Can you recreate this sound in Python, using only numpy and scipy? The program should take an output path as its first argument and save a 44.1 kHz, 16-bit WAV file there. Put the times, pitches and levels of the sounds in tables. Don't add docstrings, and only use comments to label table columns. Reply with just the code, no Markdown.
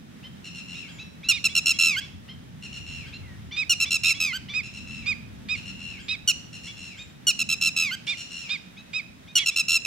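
import sys
import numpy as np
from scipy import signal
from scipy.fft import rfft, irfft, next_fast_len
from scipy.io import wavfile
from scipy.ndimage import uniform_filter1d

SR = 44100
rng = np.random.default_rng(int(sys.argv[2]) if len(sys.argv) > 2 else 0)


def unload_wav(signal):
    wavfile.write(
        sys.argv[1],
        SR,
        np.round(np.clip(np.atleast_2d(signal).T, -1, 1) * 32767).astype(np.int16),
    )


N = 434826
FLUTTER_S = .0121
SLUR_TREBLE_DB = -1.5

# t/s, length/s, f/Hz, level/dB
NEAR_PIPS = [(1.2861, 0.045, 1417, -20), (1.4409, 0.038, 1374, -22.5), (1.5509, .049, 1387, -23),
             (1.6575, .07, 1384, -22.5), (3.6948, 0.05, 1435, -22.5), (3.8, 0.052, 1363, -26),
             (3.9062, 0.069, 1371, -26), (4.0335, .1, 1367, -26.5), (6.2753, 0.047, 1474, -22.5),
             (7.268, .052, 1458, -22.5), (7.39, 0.044, 1373, -26.5), (7.489, .061, 1350, -26.5),
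             (7.6116, 0.087, 1358, -26), (9.3537, 0.046, 1471, -21.5), (9.4592, 0.047, 1374, -25),
             (9.5602, 0.061, 1362, -25.5), (9.6821, .1, 1371, -25)]
NEAR_SLURS = [(1.787, .18, 1355, -20), (4.2011, .13, 1300, -23.5), (7.763, .151, 1326, -23),
              (9.8483, 0.11, 1320, -24)]
# t/s, treble/dB
NEAR_TREBLE = [(1.3, 0), (4, 0.9), (6.3, 1.5), (7.3, 1), (9.5, 0.95)]
def near_lapwing(rest_s=.5):
    treble_db = lambda s: np.interp(s, *np.transpose(NEAR_TREBLE))
    rested = np.diff([row[0] for row in NEAR_PIPS], prepend=-np.inf) > rest_s
    pips = [(s, length, .37 if first else .98, hz, db, treble_db(s))
            for (s, length, hz, db), first in zip(NEAR_PIPS, rested)]
    slurs = [(s, length, hz, db, treble_db(s) + SLUR_TREBLE_DB) for s, length, hz, db in NEAR_SLURS]
    return phrases(pips, slurs, rasp=.019)


def phrases(pips, slurs, rasp, overlap_s=.006):
    out = np.zeros(N)
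    for s, length, depth, hz, db, treble_db in pips:
        add(out, s, amp(db + 5) * pip(length, depth, hz, treble_db, rasp))
    for s, length, hz, db, treble_db in slurs:
        add(out, s, amp(db + 2.5) * slur(length, hz, treble_db, rasp))
        flip_s = .085 - .25 * length
        add(out, s + length - overlap_s, amp(db) * flip(flip_s, hz, rasp))
    return out


# flutter depth, length/s, share of pitch lost, level lost/dB
PIP_DRAIN = [(.45, 0.0355, 0.202, 14), (.95, 0.0259, 0.12, 9)]
def pip(length, depth, hz, treble_db, rasp, held_s=.025):
    t = np.arange(round(length * SR)) / SR
    beats = max(round((length - held_s) / FLUTTER_S), 1)
    gate = flutter(t, beats, depth, ease_s=.1, width=.221)
    depths, *columns = np.transpose(PIP_DRAIN)
    drain_s, droop, loss_db = (np.interp(depth, depths, column) for column in columns)
    drain = np.maximum(1 - (length - t) / drain_s, 0) ** 2
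    return amp(-loss_db * drain) * scold(t, hz * (1 - droop * drain), gate, treble_db - 2 * drain, rasp)


# share of its length, pitch factor, level/dB
SLUR_SHAPE = [(0, 1, 0), (.25, .985, -1.5), (.45, .94, -4.5), (.62, .875, -9), (.82, .805, -10.5),
              (1, .775, -9.5)]
def slur(length, hz, treble_db, rasp, fall_s=.11):
    t, bend, gain = contour(SLUR_SHAPE, length, hold_s=length - fall_s)
    beats = round((length - .055) / FLUTTER_S)
    gate = flutter(t, beats, depth=1, ease_s=1.37 * length, width=.195)
    dulling_db = 51 * (1 - bend)
    return gain * scold(t, hz * bend, gate, treble_db - dulling_db, rasp, sag=.0245)


# share of its length, pitch factor, level/dB
FLIP_SHAPE = [(0, 1.02, -13), (.35, 1.13, -12.5), (.68, 1.215, -13), (1, 1.16, -18)]
FLIP_HARMONICS = [-0.5, 4.5, -2, -10.5, -11.5, -39, -26, -18, -20]
def flip(length, hz, rasp):
    t, bend, gain = contour(FLIP_SHAPE, length)
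    progress = t / length
    crack = .08 * progress ** 2 + .19 * np.exp(-t / .0054)
    voice = syrinx(hz * bend, FLIP_HARMONICS, 12 * (progress - .65), jitter=.015, rasp=rasp + crack)
    return gain * voice * fade(t, .011, .003)


SCOLD_HARMONICS = [-26.5, 0, -9, -5.5, -10.5, -15.5, -23.5, -29, -26.5, -32, -30]
# f/Hz, level/dB
BREATH_SPECTRUM = [(600, -23), (1800, -32), (2900, 10), (4300, 4.5), (6500, -17), (8500, -10),
                   (13000, -8.5), (16000, -19)]
def scold(t, hz, gate, treble_db, rasp, sag=.0571, hiss_db=-27, spit_db=-16):
    pitch = hz * (1 - sag * (1 - gate))
    voice = syrinx(pitch, SCOLD_HARMONICS, treble_db, jitter=.004 + .1 * rasp, rasp=rasp)
    colour = amp(look_up(BREATH_SPECTRUM, np.fft.rfftfreq(len(t), 1 / SR)))
    air = unit(irfft(rfft(rng.standard_normal(len(t))) * colour, len(t)))
    opening = np.clip(np.gradient(gate) * SR * .014, 0, 1)
    breath = amp(treble_db) * air * (amp(hiss_db) * np.sqrt(gate) + amp(spit_db) * opening)
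    swell = 1 - .18 * np.exp(-t / .012)
    return (voice * gate + breath) * swell * fade(t, .0039, .0071)


def flutter(t, beats, depth, ease_s, width):
    cycle = (t + .0037) / FLUTTER_S + .048 * wander(len(t), 124)
    nearest_beat = np.clip(np.round(cycle), 1, beats)
    shut = np.exp(-((cycle - nearest_beat) / width) ** 2)
    return 1 - depth * np.exp(-(t / ease_s) ** 2) * shut


def syrinx(hz, harmonics_db, treble_db=0, jitter=.0039, rasp=.03):
    size, out = len(hz), 0
    phase = 2 * np.pi * np.cumsum(hz * (1 + jitter * wander(size, 450))) / SR
    for k, db in enumerate(harmonics_db, 1):
        flicker_db = 1.4 * min(k / 4, 1) * wander(size, 90)
        level = amp(db + treble_db * np.clip(k / 2 - 1, 0, 1) + flicker_db)
        roughness = rasp * np.sqrt(k) * (wander(size, 1100) + 1j * wander(size, 1480))
        lag = np.pi * k * k / 8
        tone = ((1 + roughness) * np.exp(1j * (k * phase - lag))).real
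        out = out + level * tone * (k * hz < SR / 2)
    return np.sqrt(2) * out


# t/s, f/Hz, level/dB, boost of the third harmonic/dB
ARCHED_CALLS = [(1.31, 1257, -32, -4), (3.561, 1286, -25, -13.5), (4.037, 1306, -23.5, -11.5),
                (4.534, 1285, -24.5, -21), (5.057, 1263, -24, -18), (5.484, 1281, -26, -14.5),
                (6.081, 1300, -29, -5.5), (8.068, 1228, -28.5, -6.5), (8.49, 1257, -28, -7.5),
                (8.93, 1294, -27, -15), (9.371, 1149, -35, 3)]
# share of the length, pitch factor, level/dB
ARCH_SHAPE = [(0, .88, -14), (.15, 0.95, -4.5), (.35, 0.97, 0), (.5, 1, 0.5), (.65, .98, 0),
              (.8, .92, -2.5), (1, 0.78, -8)]
ARCH_HARMONICS = [-27, 0, 13, -11.5, -25.5, -23.5, -47, -40]
def arched_calls(length=.082, buzz_hz=290):
    out = np.zeros(N)
    is_third = (np.arange(len(ARCH_HARMONICS)) == 2)[:, None]
    for s, hz, db, third_db in ARCHED_CALLS:
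        t, bend, gain = contour(ARCH_SHAPE, length)
        progress = t / length
        nasal_db = third_db - 4.5 - 20 * np.maximum(progress - .3, 0)
        harmonics = np.array(ARCH_HARMONICS)[:, None] + nasal_db * is_third
        rough = min(.36 * amp(third_db), .45)
        hoarse = rough * np.exp(-(progress / 1.5) ** 2) + 1.55 * np.exp(-t / .0061)
        buzz = hoarse * np.sin(2 * np.pi * np.cumsum(buzz_hz * (1 + .04 * wander(len(t), 200))) / SR)
        treble_db = 6 * (.4 - progress)
        pitch = hz * bend * (1 + .06 * buzz)
        voice = syrinx(pitch, harmonics, treble_db, jitter=.003, rasp=.012 + .4 * hoarse)
        add(out, s, amp(db - .5) * gain * voice * (1 + .12 * buzz) * fade(t, .0067, .0094))
    return out


# t/s, f/Hz, level/dB, treble/dB
FAR_PHRASES = [(.442, 1407, -46.5, -4), (2.623, 1406, -45.5, -5), (4.632, 1380, -47, -4.5),
               (5.551, 1410, -45.5, -6), (6.528, 1400, -49, -0.5), (8.066, 1420, -45, 0)]
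# t/s into the phrase, length/s
FAR_RHYTHM = [(0, 0.0517), (.104, 0.0633), (.24, .2)]
def far_lapwing(depth=.825):
    *pip_rhythm, (slur_at, slur_length) = FAR_RHYTHM
    pips, slurs = [], []
    for s, hz, db, treble_db in FAR_PHRASES:
        pips += [(s + at, length, depth, hz, db - .5, treble_db) for at, length in pip_rhythm]
        slurs.append((s + slur_at, slur_length, hz * .98, db + 1, treble_db + SLUR_TREBLE_DB))
    return phrases(pips, slurs, rasp=.11)


# t/s, f/Hz, level/dB
YELPS = [(.23, 1063, -52.5), (.74, 1305, -55.5), (.983, 1347, -51.5), (1.231, 1365, -50.5),
         (1.484, 1180, -49), (1.725, 1137, -50), (2.005, 1162, -49), (2.28, 1083, -51),
         (3.124, 1406, -53.5), (3.51, 1221, -45), (3.849, 1197, -43.5), (4.136, 1164, -47.5),
         (4.484, 1203, -44.5), (6.665, 1167, -48.5), (6.98, 1270, -50), (8.765, 1320, -56),
         (9.272, 1270, -58), (9.507, 1210, -51)]
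# share of the length, pitch factor, level/dB
YELP_SHAPE = [(0, 0.78, -6), (.3, 0.97, 3), (.7, 0.97, 0.5), (1, 0.99, -0.5)]
YELP_HARMONICS = [-19, 0.5, 4.5, -12, -11.5, -32]
def yelps(length=.0512):
    out = np.zeros(N)
    for s, hz, db in YELPS:
        t, bend, gain = contour(YELP_SHAPE, length)
        harmonics = np.array(YELP_HARMONICS)
        harmonics[1] += 60 * np.log(hz / 1200)
        add(out, s, amp(db) * gain * syrinx(hz * bend, harmonics, rasp=.11) * fade(t, .0028, .0038))
    return out


# t/s, length/s, first f/Hz, last f/Hz, level/dB
THIN_TONES = [(0.909, 0.11, 7200, 7030, -52), (0.974, 0.21, 6300, 5550, -57),
              (3.226, 0.19, 2197, 1877, -49), (6.018, .07, 7300, 7200, -51), (6.97, .11, 7280, 7300, -49)]
def thin_tones():
    out = np.zeros(N)
    for s, length, first_hz, last_hz, db in THIN_TONES:
        t = np.arange(round(length * SR)) / SR
        hz = last_hz + (first_hz - last_hz) * np.exp(-(t / .054) ** 2)
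        tone = syrinx(hz, [0], jitter=.0045, rasp=700 / last_hz)
        add(out, s, amp(db - 7) * tone * fade(t, .013, length / 2))
    return out


# f/Hz, time to fade by 60 decibels/s
ECHO_DECAY = [(1000, 0.34), (3000, 0.56), (7000, 0.54), (14000, 0.11)]
def echoes(x, blur_radians=.55, blur_hz=130):
    slots = np.arange(300, SR - 20, 20)
    arrivals = slots + rng.integers(0, 20, (2, len(slots)))
    taps = np.zeros((2, SR))
    np.put_along_axis(taps, arrivals, rng.choice([-1., 1.], arrivals.shape), 1)
    hz, t, bands = signal.stft(taps, SR, nperseg=256)
    decay = amp(-60 * t / look_up(ECHO_DECAY, hz)[:, None])
    tail = signal.istft(bands * decay, SR, nperseg=256)[1]
    wet = signal.fftconvolve(x, tail / np.linalg.norm(tail[0]), axes=1)[:, :N]
    jostle = np.exp(1j * blur_radians * np.array([wander(N, blur_hz), wander(N, blur_hz)]))
    return (jostle * signal.hilbert(wet, next_fast_len(N))[:, :N]).real


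# t/s, deep level/dB, upper level/dB
RUMBLE_LEVELS = [(0.0, -58.5, -47.5), (3.49, -45.5, -47.5), (3.55, -52, -49.5), (5.29, -48.5, -45),
                 (7.04, -55, -51.5), (7.53, -55, -46.5), (8.11, -61.5, -51), (9.55, -60.5, -54),
                 (9.8, -57.5, -52)]
# f/Hz, level/dB
RUMBLE_SPECTRUM = [(12, -53), (22, -24), (40, -8), (75, 4), (183, 1.5), (236, 0.5), (346, -13), (447, -21),
                   (900, -57), (1170, -37), (1980, -120)]
# t/s, f/Hz
HUM_PITCH = [(0, 193.6), (1.4, 154.7), (2.1, 162.2), (3.3, 125.6), (4.3, 184.9), (5.2, 225.7), (6.5, 160.3),
             (7.2, 205), (7.7, 171.9), (9.8, 186.4)]
def rumble(noise, hz, split_hz=120, hum_db=-6.5, hum_width_hz=20):
    t = np.arange(N) / SR
    times, deep_db, upper_db = np.transpose(RUMBLE_LEVELS)
    swell = lambda db: amp(np.interp(t, times, db) + .85 * wander(N, 9.4))
    low = noise * amp(look_up(RUMBLE_SPECTRUM, hz))
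    deep_share = 1 / (1 + (hz / split_hz) ** 8)
    deep = swell(deep_db) * unit(irfft(low * deep_share, N))
    tone = np.exp(2j * np.pi * np.cumsum(np.interp(t, *np.transpose(HUM_PITCH))) / SR)
    hum = unit((tone * (wander(N, hum_width_hz) + 1j * wander(N, hum_width_hz))).real)
    upper = unit(irfft(low * (1 - deep_share), N))
    return deep + swell(upper_db) * unit(upper + amp(hum_db) * hum)


# f/Hz, level/dB
HISS_SPECTRUM = [(350, -6), (600, -1), (1180, -6.5), (1280, -4.5), (1800, -4), (2870, -7), (3780, -7.5),
                 (4340, -13), (5710, -13), (6730, -16), (16000, -25.5)]
# f/Hz, likeness (1 the same, -1 opposite)
STEREO_LIKENESS = [(30, 0.93), (95, 0.95), (210, 0.82), (320, 0.28), (450, -0.29), (650, -0.53),
                   (1400, -0.085), (3000, 0.17), (7000, -.24), (15000, -.13)]
def open_air(hiss_db=-53.5):
    hz = np.fft.rfftfreq(N, 1 / SR)
    left, other = rfft(rng.standard_normal((2, N)))
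    same = look_up(STEREO_LIKENESS, hz)
    noise = np.array([left, same * left + np.sqrt(1 - same ** 2) * other])
    hiss = unit(irfft(noise * amp(look_up(HISS_SPECTRUM, hz)), N))
    return rumble(noise, hz) + amp(hiss_db + .8 * wander(N, 9.4)) * hiss


def amp(db):
    return 10 ** (np.asarray(db) / 20)


def unit(x):
    return x / np.sqrt(np.mean(x ** 2) + 1e-20)


def look_up(points, hz):
    f, value = np.transpose(points)
    return np.interp(np.log(hz + 1), np.log(f + 1), value)


def add(mix, s, sound):
    part = mix[max(round(s * SR), 0):][:len(sound)]
    part += sound[:len(part)]


def wander(size, rate_hz):
    noise = rng.standard_normal(size + 4096)
    hz = np.fft.rfftfreq(len(noise), 1 / SR)
    return unit(irfft(rfft(noise) * np.exp(-(hz / rate_hz) ** 2)))[:size]


def fade(t, rise_s, fall_s):
    rise = np.sin(np.pi / 2 * np.clip(t / rise_s, 0, 1))
    fall = np.sin(np.pi / 2 * np.clip((t[-1] - t) / fall_s, 0, 1)) ** 2
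    return rise * fall


def contour(shape, length, hold_s=0):
    t = np.arange(round(length * SR)) / SR
    share, bend, db = np.transpose(shape)
    progress = (t - hold_s) / (length - hold_s)
    smooth = lambda v: uniform_filter1d(np.interp(progress, share, v), size=300, mode="nearest")
    return t, smooth(bend), amp(smooth(db))


def place(x, side):
    hz, side = np.fft.rfftfreq(N, 1 / SR), np.array(side)
    left = amp(look_up(side[:, :2], hz) / 2) * np.exp(.5j * look_up(side[:, ::2], hz))
    gains = np.array([left, 1 / left])
    return irfft(rfft(x) * gains / abs(gains).mean(0), N)


# f/Hz, left minus right/dB, left's phase lead/rad
NEAR_SIDE = [(1300, -6.5, -0.19), (2650, -3.5, 0.33), (4050, -3, 0.5), (6000, 2, 0.87), (7300, -2, 0.46),
             (8700, 0, 1), (9800, -2, 0.86), (14800, -0.5, 0.78)]
RIGHT_SIDE = [(1300, -7, -4), (2520, -7, -0.07), (5000, -3.5, -1.56), (8160, -2, -2.5)]
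FAR_SIDE = [(2700, 1, 0.14), (5300, 0.27, 0.73), (8300, 1, 0.7)]
AIR_SIDE = [(30, 1, -1.8), (80, 3, -1.32), (179, -1.2, -0.78), (320, -1.6, -0.67), (600, -1.5, -0.019),
            (15000, -0.5, 0.039)]
def scene():
    near = place(near_lapwing(), NEAR_SIDE)
    right = place(arched_calls(), RIGHT_SIDE)
    far = place(far_lapwing(), FAR_SIDE)
    far = signal.sosfilt(signal.butter(2, 10500, fs=SR, output="sos"), far)
    faint = place(yelps() + thin_tones(), [(2520, -1, 0), (6000, 0, 0)])
    direct = near + right + amp(2.5) * far + faint
    scattered = amp(-18) * near + amp(-18.5) * right + far + amp(-10) * faint
    return direct + echoes(scattered) + place(open_air(), AIR_SIDE)


def record(dry, cutoff_hz=15900):
    lowpass = signal.firwin(301, cutoff_hz, window=("kaiser", 9), fs=SR)
    return signal.oaconvolve(dry, lowpass[None], "same")


dry = scene()
out = record(dry)
unload_wav(out)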